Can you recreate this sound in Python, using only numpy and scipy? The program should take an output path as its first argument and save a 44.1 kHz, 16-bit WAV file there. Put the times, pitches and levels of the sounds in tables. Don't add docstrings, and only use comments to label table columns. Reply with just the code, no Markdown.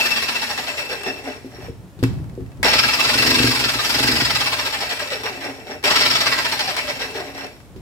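import sys
import numpy as np
from scipy import signal
from scipy.fft import rfft, irfft, next_fast_len
from scipy.io import wavfile
from scipy.ndimage import uniform_filter1d, map_coordinates

SR = 44100
rng = np.random.default_rng(int(sys.argv[2]) if len(sys.argv) > 2 else 0)


def persist_wave(psi):
    counts = np.round(np.clip(psi, -1, 1) * 32767).astype(np.int16)
    wavfile.write(sys.argv[1], SR, np.atleast_2d(counts).T)


N = 344411
TIME = np.arange(N) / SR
TEETH = 65.5
WORKING_SPEED, GEAR_STALL = 20, 2.67

# f/Hz, width/Hz, level/dB
HOUSING_MODES = [(601.4, 10.5, 3), (863, 57, -0.5), (1072, 42, -1.5), (1125, 18, -8), (1277, 91, -2),
                 (1388, 95, -2), (1570, 270, -0.5), (1798, 58, -2.5), (1908, 40, 4), (2037, 125, -2),
                 (2160, 73, 0.5), (2382, 43, 2.5), (2621, 17, 7.5), (2693, 89, 1), (3510, 21, -23),
                 (4060, 70, -39), (4585, 36, -32), (4200, 15, -23), (4680, 130, -19), (5416, 82, -0.5),
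                 (5417, 73, 4), (5600, 24, -38), (7830, 140, -17.5), (11720, 170, -18.5), (13200, 70, -23)]
# f/Hz, level/dB
CLATTER_SPECTRUM = [(30, -19), (120, -15.5), (300, -9), (700, -2.5), (1100, -7.5), (1600, -3.5),
                    (2600, 1.5), (3200, 2), (4600, -0.5), (5600, -3), (6100, -13), (8200, -13),
                    (10000, -29.5), (16000, -23)]
# f/Hz, level/dB
HISS_SPECTRUM = [(100, -18.5), (1000, 1.5), (5000, -0.5), (6300, -3.5), (8000, -1.5), (9200, -7.5),
                 (10600, -6.5), (12200, -4.5), (14000, -11), (16000, -14)]


def amp(db):
    return 10 ** (np.asarray(db) / 20)


def unit(x):
    return x / np.sqrt(np.mean(x ** 2) + 1e-20)


def along(points, hz):
    f, v = np.transpose(points)
    return np.interp(np.log(hz + 1), np.log(f), v)


def curves(rows):
    times, *columns = np.transpose(rows)
    return [np.interp(TIME, times, column) for column in columns]


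def wobble(rate):
    knots = rng.standard_normal(int(N * rate / SR) + 4)
    return map_coordinates(knots, [TIME * rate])


def noise():
    return rng.standard_normal((2, N))


def patchy(depth_db, size=512):
    spectra = signal.stft(noise(), nperseg=size)[2]
    patches = uniform_filter1d(rng.standard_normal(spectra.shape[1:]), size=2, axis=0)
    patches = unit(uniform_filter1d(patches, size=7, axis=1))
    return unit(signal.istft(spectra * amp(depth_db * patches), nperseg=size)[1][:, :N])


def pulses(cycles, scatter_db):
    passed = np.floor(np.maximum.accumulate(cycles))
    return np.diff(passed, prepend=passed[0]) * amp(scatter_db * rng.uniform(-1, 1, N))


def filtered(x, response):
    size = next_fast_len(N + SR // 2, True)
    return irfft(rfft(x, size) * response(np.fft.rfftfreq(size, 1 / SR)), size)[..., :N]


def coloured(x, spectrum, size=4096):
    gain = amp(along(spectrum, np.fft.rfftfreq(size, 1 / SR)))
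    cepstrum = irfft(np.log(gain))
    cepstrum[1:size // 2] *= 2
    cepstrum[size // 2 + 1:] = 0
    kernel = irfft(np.exp(rfft(cepstrum)))
    return signal.oaconvolve(x, kernel[None] / np.linalg.norm(kernel), axes=1)[:, :N]


def ringing(x, modes):
    t = np.arange(SR // 6) / SR
    kernel = sum((-1) ** k * amp(db) * width * np.exp(-np.pi * width * t) * np.cos(2 * np.pi * hz * t)
                 for k, (hz, width, db) in enumerate(modes))
    return signal.oaconvolve(x, kernel[None] / np.linalg.norm(kernel), axes=1)[:, :N]


def spread(pair):
    # f/Hz, correlation/0-1
    likeness = [(30, 0.5), (100, 0.4), (280, 0.98), (600, 1), (1500, 0.17), (4000, 0.39), (9000, 0),
                (15000, 0)]
    angle = lambda hz: np.arccos(np.clip(along(likeness, hz), 0, 1)) / 2
    mid, side = filtered(pair, lambda hz: np.array([np.cos(angle(hz)), np.sin(angle(hz))]))
    return np.array([mid + side, mid - side])


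def add(track, start_s, sound):
    part = track[..., round(start_s * SR):][..., :sound.shape[-1]]
    part += sound[..., :part.shape[-1]]


def swell(centre_s, width_s):
    return np.exp(-.5 * ((TIME - centre_s) / width_s) ** 2)


def driven_db(effort, growth_db, stall=GEAR_STALL):
    effort = np.maximum(effort, .05)
    return growth_db * np.log2(effort / WORKING_SPEED) - 20 * np.log10(1 + (stall / effort) ** 4)


def crank(start_speed=12.79, free_speed=32.3566, switch_s=.005, step_s=.001):
    # press/s, release/s, time to take up the slack in the gears/s
    trigger = [(-.1, .0713, 0), (2.6317, 2.8029, 0), (2.9942, 3.4614, 0), (3.8343, 4.0804, 0),
               (5.8263, 6.0219, .011)]
    # t/s, added effort/(strokes/s)
    rocks = [(1.56, 1.02), (1.657, 2.58), (5.715, 0.9), (7.44, 0.2)]
    load_cycle = [(0, -1.7), (0.033, 0.22), (.22, 0.97), (.42, 0.31), (.57, -0.46), (.85, -0.35), (1, -1.4)]
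    pull, friction, drag = 413.68, 7.004, .5471

    def switched(t, press, release):
        return np.interp(t, [press, press + switch_s, release, release + switch_s], [0, 1, 1, 0])

    moments, speeds = np.arange(0, N / SR, step_s), [start_speed]
    for on in sum(switched(moments, press, release) for press, release, _ in trigger):
        now = speeds[-1]
        acceleration = on * pull * (1 - now / free_speed) ** 2 - drag * now - friction
        speeds.append(max(0, now + step_s * acceleration))
    speed = np.interp(TIME, moments, speeds[1:])
    turns = .0422 + np.interp(TIME, moments, np.cumsum(speeds[1:]) * step_s)
    current = sum(switched(TIME, press + slack_s, release) for press, release, slack_s in trigger)
    torque = current * (1 - speed / free_speed) ** 2
    rocking = np.array([swell(s, width_s=.038) for s, _ in rocks])
    effort = speed + 17 * torque ** 1.48 + np.array(rocks)[:, 1] @ rocking
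    closed = np.clip(.79 * np.tanh((torque / .35) ** 2) + .56 * rocking.sum(axis=0), 0, 1)
    load = np.interp((turns - .831) % 1, *np.transpose(load_cycle))
    load += closed * (1 - load)
    return speed, turns, load, effort, torque, current


def gear_clatter(speed, mesh, load, effort, contact_s=.00051, pinion_teeth=7):
    # f/Hz, width/Hz, level/dB
    plate_modes = [(235.3, 14.5, -9.5), (1787, 98, -12), (2635, 102, -1), (2656, 54, 4.5), (5460, 43, -9)]
    # t/s, relative level/dB
    plate_facing = [(0, -4), (.95, -9.5), (1.09, 5), (1.4, -28), (2.7, -10), (7.5, -38)]
    # f/Hz, width/Hz, level/dB
    beater_modes = [(1375, 86, -5.5), (1620, 110, -17), (3947, 50, 6), (4250, 43, -20), (4337, 88, 6),
                    (4540, 120, -0.5), (4590, 29, 3), (4886, 176, 7), (4970, 32, -1), (5070, 120, -22),
                    (5424, 78, 7.5)]
    # f/Hz, width/Hz, level/dB
    striker_modes = [(5470, 170, 0), (5620, 140, -3)]
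    touches = pulses(mesh + .12 * wobble(500), scatter_db=12) ** 2
    contact = signal.lfilter([1], [1, -np.exp(-1 / (contact_s * SR))], touches)
    contact /= np.abs(uniform_filter1d(contact, size=4000)) + 1e-3
    scrape = np.sqrt(.5 + .5 * contact) * patchy(depth_db=3)
    wear = unit(rng.standard_normal(pinion_teeth))[np.floor(mesh).astype(int) % pinion_teeth]
    side_strikes = rng.standard_normal(N)
    teeth = pulses(mesh, scatter_db=2) * np.sqrt(SR / (TEETH * speed + 300))
    strikes = np.array([wear, side_strikes]) * teeth
    stroke_db = (7.5 - .11 * speed) * load
    level_db = -18.5 + driven_db(effort, growth_db=7.5) + stroke_db + .95 * wobble(130)
    force = amp(level_db) * (.39 * strikes + .8 * scrape)
    pace = speed / (speed + 12)
    rattle = amp(-5.5 + 1.77 * pace) * coloured(force, CLATTER_SPECTRUM)
    later = lambda ms: np.roll(force, round(ms * SR / 1000), axis=1)
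    facing_db, = curves(plate_facing)
    housing = amp(2 - 15.36 * pace) * ringing(later(4.3), HOUSING_MODES)
    plate = ringing(amp(facing_db - .5) * later(1.24), plate_modes)
    beater = amp(-26.5 + 30.4 * pace) * ringing(later(2.9), beater_modes)
    striker = amp(-4 - 23.5 * pace) * ringing(later(.6), striker_modes)
    return spread(rattle + housing + plate + beater + striker)


def gear_growl(speed, mesh, load, effort, torque, knock_speed=5.1, jolt_db=19):
    # f/Hz, level/dB
    growl_spectrum = [(40, -35), (170, -14), (250, -7.5), (330, 7), (440, -1.5), (600, 7), (800, 0.5),
                      (1100, -13), (2000, -1.5), (6000, -62)]
    # f/Hz, width/Hz, level/dB
    crankcase_modes = [(270.4, 33, -1.5), (407.6, 30, 0.5), (460, 16.5, -2), (607.6, 30, 1.5),
                       (731, 56, -4), (884, 24, -10.5)]
    # t/s, boost/dB
    groans = [(1.085, 5), (1.285, 5.5), (5.47, 3), (5.73, 1.5), (7.21, 4), (7.45, 5.5)]
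    groan_db = sum(db * swell(s, width_s=.026) for s, db in groans)
    slow_db = 5 * np.exp(-2 * np.log(np.maximum(effort, .05) / knock_speed) ** 2)
    knock_db = -45 + driven_db(effort, growth_db=0) + groan_db + slow_db + jolt_db * torque + 5 * load
    teeth = pulses(mesh + .13 * wobble(200), scatter_db=12) * np.sqrt(SR / (TEETH * speed + 20))
    knocks = amp(knock_db) * (teeth + .6 * noise())
    mesh_tone = np.sin(2 * np.pi * (mesh + .097 * wobble(120)))
    whine_db = -37 + driven_db(speed, growth_db=5) + 13.5 * load + 3.7 * wobble(45)
    whine = np.tanh(speed / 4) ** 4 * amp(whine_db) * mesh_tone
    crankcase = amp(-.5) * ringing(knocks, crankcase_modes)
    return amp(-5.5) * coloured(knocks, growl_spectrum) + crankcase + whine


def fan(load, effort, current, brush_db=1.5):
    level_db = -29 + driven_db(effort, growth_db=8, stall=.75) + brush_db * current
    flutter_db = 2 * load + .88 * wobble(90)
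    return spread(coloured(amp(level_db + flutter_db) * patchy(depth_db=4), HISS_SPECTRUM))


def clicks(t60_s=.02):
    # t/s, relative level/dB
    sharp_clicks = [(.578, -21), (1.034, -25), (2.037, -18), (2.63, -9), (5.235, -23), (5.828, -31),
                    (5.839, -18), (6.594, -16), (6.766, -17.5), (7.38, -31), (7.467, -31), (7.602, -43)]
    ticks = [(2.132 + k * .055, -46) for k in range(9)]
    cracks, t = np.zeros((2, N)), np.arange(SR // 10) / SR
    for s, db in list(sharp_clicks) + ticks:
        add(cracks, s, amp(db - 60 * t / t60_s) * rng.standard_normal((2, len(t))))
    snap = amp(-7) * coloured(cracks, HISS_SPECTRUM) + amp(-8.5) * coloured(cracks, CLATTER_SPECTRUM)
    return spread(snap + amp(-.5) * ringing(cracks, HOUSING_MODES))


def bearing_whistle():
    # t/s, f/Hz, relative level/dB
    glide = [(.6, 8500, -65), (.66, 7950, -49), (.7, 7520, -48), (.72, 7420, -37), (.75, 7330, -35),
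             (.79, 7250, -45), (.83, 7100, -75)]
    hz, level_db = curves(glide)
    envelope = amp(level_db - 4 + 2 * wobble(60.9))
    return envelope * np.sin(2 * np.pi * np.cumsum(hz + 20 * wobble(140)) / SR)


def bumps(reach_octaves=.77, attack_s=.0014, clack_t60_s=.22):
    # t/s, thud peak/dB, centre f/Hz, relative clack level/dB
    hits = [(1.446, -24, 300, -70), (1.585, -30.5, 300, -65), (1.684, -22.5, 400, -47),
            (1.785, -39, 120, -70), (1.842, -32, 110, -70), (1.99, -25.5, 110, -43.5),
            (2.028, -5, 164, -26.5), (2.108, -27, 80, -52), (2.137, -40, 140, -54), (2.2, -30, 149, -62),
            (2.33, -26.5, 89.5, -74), (2.377, -21, 327, -72), (2.407, -22.5, 120, -81),
            (2.55, -38, 100, -72), (2.598, -28, 170, -72), (7.761, -33, 450, -46)]
    # f/Hz, level/dB, t60/s
    bench_modes = [(67.6, -11, 0.37), (119.4, -0.5, 0.28), (180, -8.5, 0.12), (264.4, -3, 0.14),
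                   (326, 0.5, 0.088), (375, -1.5, 0.13), (462, -2.5, 0.098)]
    thuds, clacks, t = np.zeros(N), np.zeros((2, N)), np.arange(SR // 2) / SR
    for s, thud_db, centre_hz, clack_db in hits:
        ring = np.zeros(len(t))
        for hz, db, t60 in bench_modes:
            struck_db = db + rng.normal(0, 4.9) - 2 * (np.log2(hz / centre_hz) / reach_octaves) ** 2
            ring += amp(struck_db - 60 * t / t60) * np.sin(2 * np.pi * hz * t)
        ring *= 1 - np.exp(-t / attack_s)
        add(thuds, s, amp(thud_db) * ring / np.abs(ring).max())
        add(clacks, s, amp(clack_db - 60 * t / clack_t60_s) * rng.standard_normal((2, len(t))))
    metal = coloured(clacks, CLATTER_SPECTRUM) + coloured(clacks, HISS_SPECTRUM)
    return thuds + amp(-8.5) * spread(metal)


def sliding(rise_db_per_s=123, fall_db_per_s=51):
    # t/s, level/dB
    shoves = [(1.66, -35), (2.11, -24), (2.41, -35), (2.61, -31), (4.2, -31), (4.38, -38), (6.95, -43),
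              (7.79, -37.5)]
    # f/Hz, level/dB
    rub_spectrum = [(25, -37), (55, 1), (110, 4), (170, -2.5), (260, -11.5), (450, -26), (900, -27.5),
                    (3000, -53), (15000, -54.5)]
    ramps_db = [db + np.minimum(rise_db_per_s * (TIME - s), fall_db_per_s * (s - TIME))
                for s, db in shoves]
    return spread(coloured(amp(np.max(ramps_db, axis=0)) * noise(), rub_spectrum))


def drumming(speed, turns, rebound_turns=.28, hop_edge_s=.054, rolled_over_s=2):
    # start/s, end/s, boost/dB
    hops = [(3.18, 3.524, 8.5), (4.065, 4.206, 10)]
    # f/Hz, level/dB
    drum_spectrum = [(25, -18), (65, 5), (90, -15), (120, 13), (170, -12), (250, 7.5), (350, -1),
                     (480, -2.5), (650, -31.5), (1500, -45), (6000, -66)]
    edge = lambda s: np.tanh((TIME - s) / hop_edge_s) / 2
    hop_db = sum(db * (edge(start) - edge(end)) for start, end, db in hops)
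    damped_db = -15 * (TIME < rolled_over_s)
    level_db = -38.5 + .97 * (speed - WORKING_SPEED) + hop_db + damped_db
    phase = turns - .6
    landings = pulses(phase, scatter_db=0)
    rebounds = .81 * pulses(phase - rebound_turns + .02 * wobble(25), scatter_db=1)
    chatter = .5 * pulses(phase + rebound_turns + .04 * wobble(25), scatter_db=16)
    blows = unit(landings + rebounds + chatter) + .34 * noise()
    return coloured(amp(level_db) * blows, drum_spectrum)


def workshop(x, predelay_s=.005):
    # f/Hz, t60/s
    decay = [(100, 0.43), (1000, 0.32), (5000, 0.61), (15000, 0.14)]
    hz, t, spectra = signal.stft(rng.standard_normal((2, SR // 2)), SR, nperseg=256)
    tail = signal.istft(spectra * amp(-60 * t / along(decay, hz)[:, None]), SR, nperseg=256)[1]
    tail = np.pad(tail, ((0, 0), (round(predelay_s * SR), 0)))
    return signal.fftconvolve(x, tail / np.linalg.norm(tail[0]), axes=1)[:, :N]


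def scene(lag_s=.00015):
    # t/s, level/dB
    gear_drift = [(0, -1.5), (.7, -.5), (1.15, 1), (2.72, 2.9), (3.05, 1), (3.7, -1.16), (4.7, 0.5),
                  (5.95, 3.5), (7.5, 0.8)]
    # f/Hz, level/dB
    rumble_spectrum = [(25, -18), (65, 1.5), (120, 1.5), (180, -8.5), (300, -6), (700, -15), (2000, -24.5),
                       (5000, -31.5), (9000, -32.5), (16000, -37)]
    speed, turns, load, effort, torque, current = crank()
    ripple = .016 / (1 + (speed / 10.5) ** 2) * np.sin(2 * np.pi * turns)
    mesh = TEETH * (turns + ripple) + .15 * wobble(70)
    drift_db, = curves(gear_drift)
    gears = gear_clatter(speed, mesh, load, effort) + gear_growl(speed, mesh, load, effort, torque)
    machine = amp(drift_db) * gears + fan(load, effort, current) + bearing_whistle()
    tool = machine + drumming(speed, turns) + bumps() + sliding() + clicks()
    sides = np.array([[.5], [-.5]])
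    direct = amp(sides) * filtered(tool, lambda hz: np.exp(2j * np.pi * hz * lag_s * sides))
    reverb = amp(-11.5) * workshop(tool)
    rumble = amp(-44.5) * spread(coloured(noise(), rumble_spectrum))
    return direct + reverb + rumble


def record(dry, low_hz=38, top_hz=15800, ceiling=.92):
    thinned = signal.sosfilt(signal.butter(2, low_hz, "high", fs=SR, output="sos"), dry)
    rounded = thinned / (1 + np.abs(thinned / ceiling) ** 6) ** (1 / 6)
    return filtered(rounded, lambda hz: hz < top_hz)


dry = scene()
out = record(dry)
persist_wave(out)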